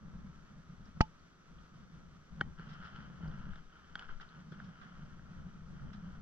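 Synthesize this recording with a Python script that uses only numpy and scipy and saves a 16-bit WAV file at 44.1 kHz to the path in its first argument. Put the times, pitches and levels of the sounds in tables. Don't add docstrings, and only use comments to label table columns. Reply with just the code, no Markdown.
import sys
import numpy as np
from scipy import signal
from scipy.fft import rfft, irfft
from scipy.io import wavfile

SR = 44100
rng = np.random.default_rng(int(sys.argv[2]) if len(sys.argv) > 2 else 0)


def output_pcm(signal):
    pcm = np.clip(np.atleast_2d(signal).T, -1, 1) * 32767
    wavfile.write(sys.argv[1], SR, np.round(pcm).astype(np.int16))


N = 274169
TIME = np.arange(N) / SR

# start and length in seconds, gurgle level in dB, rumble offset in dB.
LAPS = [(0.0, .29, -49, -5.5), (.33, 0.093, -59.5, 1), (0.473, .13, -55, -5.5), (0.654, 0.22, -54.5, -3),
        (0.931, 0.094, -50, -6), (1.192, 0.053, -65, -14), (1.458, 0.14, -56.5, -2.5),
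        (1.696, .15, -55, -7), (1.877, 0.3, -55, -6.5), (2.279, 0.11, -51.5, -4), (2.357, .13, -46.5, -3),
        (2.55, 0.3, -52, -6), (2.903, 0.33, -49.5, -10), (3.185, 0.14, -44, -4.5), (3.348, 0.17, -48, -2.5),
        (3.876, 0.079, -59.5, -4), (4.01, 0.27, -63, -2.5), (4.325, 0.077, -52.5, -10),
        (4.438, .26, -51, -10), (4.77, 0.19, -56.5, -8.5), (4.933, 0.25, -52.5, -4),
        (5.198, 0.18, -52.5, -3), (5.345, 0.13, -49, -5), (5.514, 0.15, -53.5, -3),
        (5.662, 0.088, -47.5, -6.5), (5.786, 0.095, -45, -3), (5.926, 0.26, -49.5, -5)]
# start, length in seconds, level in dB.
STROKES = [(2.57, 0.25, -58.5), (2.79, 0.21, -54.5), (3.01, 0.57, -60.5), (3.68, 0.34, -65.5),
           (3.96, 0.089, -55), (4.07, .04, -54.5), (4.195, 0.035, -56.5), (4.29, 0.11, -60.5),
           (4.51, 0.51, -62), (5.04, 0.52, -69), (5.74, 0.42, -65.5)]
GUSTS = [(3.45, 0.21, -49.5), (3.91, 0.066, -49), (4.05, 0.093, -44.5)]
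# start in seconds, level in dB, treble and thud offsets in dB,
# left minus right in dB, pitch factor of the treble modes.
CLICKS = [(2.4063, -43.5, -5, -6, 0, 1.03), (2.4104, -20.5, -11.5, -9, 2.5, 1.01),
          (2.5951, -50, -12, 8, 1, 1.4), (2.9612, -48.5, 1, -9, 3, 0.98), (3.314, -55, -2, -5, -4, 1.06),
          (3.5337, -45.5, -15, -22, -2, 1.2), (3.557, -48.5, -6.5, -8, 3, 1.17),
          (3.9544, -31.5, -4, -17, -0.5, 1.056), (3.9936, -45, 7.5, -19, 2, 0.99),
          (4.0229, -45.5, -7, -17, -3, 1.1), (4.0911, -43, -24, -7, -2, 0.82),
          (4.1993, -45.5, -15, -20, -2, 1.2), (4.5216, -49, -10, 7.5, 4, 1.1),
          (4.6006, -41.5, -19, -23, -2, 1.14), (5.1933, -53, -23, -11, 3, 0.75)]
# start in seconds, level in dB, decay in seconds, tilt in dB per octave.
SCUFFS = [(2.686, -59, 0.042, 1), (2.73, -59.5, 0.009, 3), (2.843, -58.5, 0.032, 0.5),
          (4.207, -51.5, 0.011, -0.5), (4.516, -60.5, 0.021, 0.5), (4.635, -66.5, 0.034, 3.5),
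          (4.81, -53, 0.037, -5), (5.929, -56, 0.012, 1.5)]
# start in seconds, peak in dB, pitch in Hz.
DROPS = [(.855, -61, 5270), (1.193, -66, 4500), (1.582, -61, 3130), (3.277, -58, 4950), (4.288, -57, 4120)]

# frequency in Hz, relative level in dB, seconds to fall by 60 dB.
GEAR_MODES = [(430, -10, 0.0069), (675, -3.5, 0.023), (1282, 1, 0.018), (1570, -5, 0.018),
              (1970, -6.5, 0.02), (2377, -17, 0.032), (2770, -14, 0.011), (2980, -23, 0.073),
              (4540, -20, .008)]
CASE_MODES = [(627, -21.5, 0.02), (806, -25.5, 0.045), (1137, -16.5, 0.019), (1493, -5, 0.013),
              (1536, 8.5, 0.0063), (1880, -30, 0.063), (2220, -28, 0.032)]
CASE_TREBLE_MODES = [(3055, -9, 0.065), (3110, 12, 0.0071), (3300, -8.5, 0.021), (4380, -9, 0.02),
                     (5140, -16, 0.022), (6670, -17.5, 0.012), (7780, -25, 0.011)]

# frequency in Hz, relative spectral density in dB.
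HOLLOW_COLOUR = [(60, -25), (95, -14), (120, -6), (150, 2.5), (178, 3.5), (215, -3), (260, -16), (360, -25),
                 (520, -26), (760, -29), (1000, -28), (1400, -26), (2500, -45.5), (9000, -85)]
RUMBLE_COLOUR = [(6, 3), (14, 6.5), (25, 4.5), (45, -1.5), (72, 3), (100, -8.5), (160, -25), (400, -67),
                 (2000, -110)]
WASH_COLOUR = [(100, 3), (200, 6.5), (450, -2), (850, -9), (1100, -2.5), (1300, 4.5), (1700, -4.5),
               (2600, -13), (3200, -10.5), (4000, -15.5), (6000, -15.5), (7400, -25), (9000, -38),
               (12500, -38)]
SNAP_COLOUR = [(700, 8), (1500, -7), (2700, 4), (3700, -5.5), (4700, 4), (6000, -5), (7500, -16.5),
               (9000, -29), (12500, -35.5), (15000, -63)]
RUB_COLOUR = [(250, -30), (400, -16), (700, -14), (930, -11.5), (1150, -9.5), (1340, 2.5), (1520, -2.5),
              (1800, -9.5), (2500, -22.5), (3100, -11), (3700, -27), (5200, -26.5), (6700, -44.5),
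              (11000, -72.5)]
SCUFF_COLOUR = [(500, -29), (1000, -11), (1350, 5), (1900, -6.5), (2500, -16.5), (3300, -6.5),
                (4300, -16.5), (5400, -15.5), (7000, -34), (9000, -46), (14000, -75)]
GUST_COLOUR = [(4, -11), (10, 2), (25, -14.5), (60, -36.5), (150, -65), (2000, -110)]

# frequency in Hz, left minus right in dB.
PORT_BALANCE = [(60, 4.5), (86, 9), (120, -2.5), (180, 1), (250, -2.5), (360, -2.5), (510, -3.5),
                (730, -9.5), (1050, -0.5), (1490, 3), (2140, -3), (3050, 5), (4370, -4), (6240, 0.5)]
# frequency in Hz, share of power common to both.
PORT_LIKENESS = [(50, 0.93), (180, 0.82), (400, 0.53), (800, 0.22), (1400, 0.74), (3000, 0.66),
                 (6000, 0.61), (9000, 0.32)]
# frequency in Hz, lead of the left in radians.
PORT_LEAD = [(20, -0.5), (160, -0.01), (260, 0), (520, 1), (1030, -0.5), (1380, -1), (1810, -1.5),
             (2070, -2), (3100, -1.47), (4130, -1.5), (5200, -2), (8000, -4.5)]
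# frequency in Hz, left and right levels in dB.
WHINE_TONES = [(5918, -107, -82.5), (7892, -99, -109)]


def water():
    lap_shape = dict(rise_s=0.025, fall_s=0.057, sag_db_per_s=4.5)
    lapping = swells([(s, length_s, db) for s, length_s, db, _ in LAPS], **lap_shape)
    heaving = swells([(s, length_s, db + low_db) for s, length_s, db, low_db in LAPS], **lap_shape)
    calm = gain_of(-68.5)
    slaps = grains(per_s=260, spread_db=2)
    gurgle = at_ports(slaps, HOLLOW_COLOUR) * np.hypot(lapping, calm) * gain_of(-0.68)
    rumble = at_ports(rng.standard_normal(N), RUMBLE_COLOUR) * heaving * gain_of(1.5) * panned(0.68)
    ripples = grains(per_s=3000, spread_db=1)
    wash = at_ports(ripples, WASH_COLOUR) * gain_of(-63.5 + 0.7 * drift(rate_hz=10))
    return gurgle + rumble + wash


def knock():
    blow_s, jolt_s, snap_s = 1.006, 1.0071, 1.0116
    out = np.zeros((2, N))
    clack = ring(GEAR_MODES, contact_s=0.0013, lag_s=0.00014)
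    lingering_note = ring([(872, 0, 0.083)], contact_s=0.0032, lag_s=0.00027)
    tick = burst(SNAP_COLOUR, decay_s=0.0023, rise_s=0.00055)
    add(out, blow_s, gain_of(-16) * panned(-1.1) * clack)
    add(out, blow_s, gain_of(-26.5) * panned(-6) * lingering_note)
    add(out, blow_s, gain_of(-39) * panned(-2.5) * tick)
    shove = air_shove(decay_s=0.0055, contact_s=0.0032)
    thump = -ring([(195, 0, 0.03), (340, -9, 0.018)], contact_s=0.001)
    add(out, jolt_s, gain_of(-15.5) * panned(4.4) * shove)
    add(out, jolt_s, gain_of(-21) * thump)
    snap = burst(SNAP_COLOUR, decay_s=0.0024, rise_s=0.00038)
    snap_tail = gain_of(-24.5) * burst(SNAP_COLOUR, decay_s=0.013, rise_s=0.001, tilt_db=-0.5)
    add(out, snap_s, gain_of(-27.5) * panned(-5.5) * (snap + snap_tail))
    return out


def clicks():
    body = ring(CASE_MODES, contact_s=0.0018, lag_s=0.00008)
    thud = ring([(158, 5.5, 0.02), (332, -2, 0.02)], contact_s=0.0027)
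    out = np.zeros((2, N))
    for s, db, treble_db, thud_db, side_db, pitch in CLICKS:
        edge = ring(np.multiply(CASE_TREBLE_MODES, [pitch, 1, 1]), contact_s=0.00057, lag_s=0.00004)
        tick = gain_of(-15.5) * burst(SNAP_COLOUR, decay_s=0.0026, rise_s=0.0004)
        click = body + gain_of(treble_db) * (edge + tick) + gain_of(thud_db) * thud
        add(out, s, gain_of(db) * panned(side_db) * click)
    return out


def rubbing():
    slips = grains(per_s=750, spread_db=2.5)
    pressure = swells(STROKES, rise_s=0.014, fall_s=0.035, sag_db_per_s=3)
    out = at_ports(slips, RUB_COLOUR) * pressure * gain_of(0.57 + 1.1 * drift(rate_hz=13))
    for s, db, decay_s, tilt_db in SCUFFS:
        add(out, s, gain_of(db) * burst(SCUFF_COLOUR, decay_s, rise_s=0.0044, tilt_db=tilt_db))
    return out


def drops():
    out = np.zeros((2, N))
    for s, db, hz in DROPS:
        colour = [(0.3 * hz, -30), (0.85 * hz, -13), (hz, 0), (1.15 * hz, -16), (2 * hz, -50)]
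        add(out, s, gain_of(db) * peaked(burst(colour, decay_s=0.005, rise_s=0.002)))
    return out


def breeze():
    rumble = at_ports(rng.standard_normal(N), RUMBLE_COLOUR) * gain_of(-72 + 2.5 * drift(rate_hz=5))
    gusts = at_ports(rng.standard_normal(N), GUST_COLOUR) * swells(GUSTS, rise_s=0.018, fall_s=0.048)
    return (rumble + gusts) * panned(2.7)


def whine():
    out = np.zeros((2, N))
    for hz, left_db, right_db in WHINE_TONES:
        phase = 2 * np.pi * hz * TIME + 1.3 * drift(rate_hz=14)
        out += np.sqrt(2) * gain_of([[left_db], [right_db]]) * np.sin(phase)
    return out


def at_ports(drive, colour):
    hz = np.fft.rfftfreq(N, 1 / SR)
    likeness = np.clip(curve_at(PORT_LIKENESS, hz), 0, 1)
    shared = np.sqrt(likeness) * rfft(evened(drive))
    diffuse = np.sqrt(1 - likeness) * rfft(rng.standard_normal((2, N)))
    phase_turn = np.exp(0.5j * np.array([[1], [-1]]) * curve_at(PORT_LEAD, hz))
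    balance = panned(curve_at(PORT_BALANCE, hz))
    return evened(irfft((shared + diffuse) * phase_turn * gain_of(curve_at(colour, hz)) * balance, N))


def ring(modes, contact_s, lag_s=0):
    t = np.maximum(np.arange(SR // 5) / SR - np.array([[lag_s], [0]]), 0)
    ringing = sum(gain_of(db - 60 * t / t60) * np.sin(2 * np.pi * hz * t) for hz, db, t60 in modes)
    return peaked(ringing * onset(t, contact_s))


def air_shove(decay_s, contact_s):
    t = np.arange(SR // 5) / SR
    swell = onset(t, contact_s) * np.exp(-t / decay_s)
    return -peaked(np.gradient(swell))[None]


def burst(colour, decay_s, rise_s, tilt_db=0):
    t = np.arange(SR // 5) / SR
    hz = np.fft.rfftfreq(len(t), 1 / SR)
    spectrum = gain_of(curve_at(colour, hz) + tilt_db * np.log2(hz + 1))
    noise = evened(irfft(rfft(rng.standard_normal((2, len(t)))) * spectrum, len(t)))
    return noise * peaked(np.exp(-t / decay_s) * (1 - np.exp(-t / rise_s)))


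def swells(rows, rise_s, fall_s, sag_db_per_s=0):
    power = np.zeros(N)
    for s, length_s, db in rows:
        t = np.maximum(TIME - s, 0)
        release = np.exp(-np.maximum(t - length_s, 0) / fall_s)
        power += (onset(t, rise_s) * release * gain_of(db - sag_db_per_s * t)) ** 2
    return np.sqrt(power)


def grains(per_s, spread_db):
    size = gain_of(spread_db * np.minimum(rng.exponential(1, N), 4))
    return evened(size * rng.choice([-1, 1], N) * (rng.random(N) < per_s / SR))


def drift(rate_hz):
    hz = np.fft.rfftfreq(N, 1 / SR)
    return evened(irfft(rfft(rng.standard_normal(N)) / (1 + (hz / rate_hz) ** 4), N))


def onset(t, rise_s):
    return 1 - np.exp(-(t / rise_s) ** 2)


def gain_of(db):
    return 10 ** (np.asarray(db) / 20)


def evened(x):
    return x / np.sqrt(np.mean(x ** 2) + 1e-20)


def peaked(x):
    return x / abs(x).max()


def curve_at(points, hz):
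    point_hz, value = np.transpose(points)
    return np.interp(np.log(hz + 1), np.log(point_hz + 1), value)


def panned(side_db):
    return gain_of(np.array([[0.5], [-0.5]]) * side_db)


def add(mix, s, sound):
    part = mix[:, round(s * SR):][:, :sound.shape[1]]
    part += sound[:, :part.shape[1]]


def scene():
    return water() + drops() + breeze() + rubbing() + clicks() + knock() + whine()


def record(dry):
    lowpass = signal.firwin(511, 13900, window=("kaiser", 9), fs=SR)
    return signal.oaconvolve(dry, lowpass[None], "same")


dry = scene()
out = record(dry)
output_pcm(out)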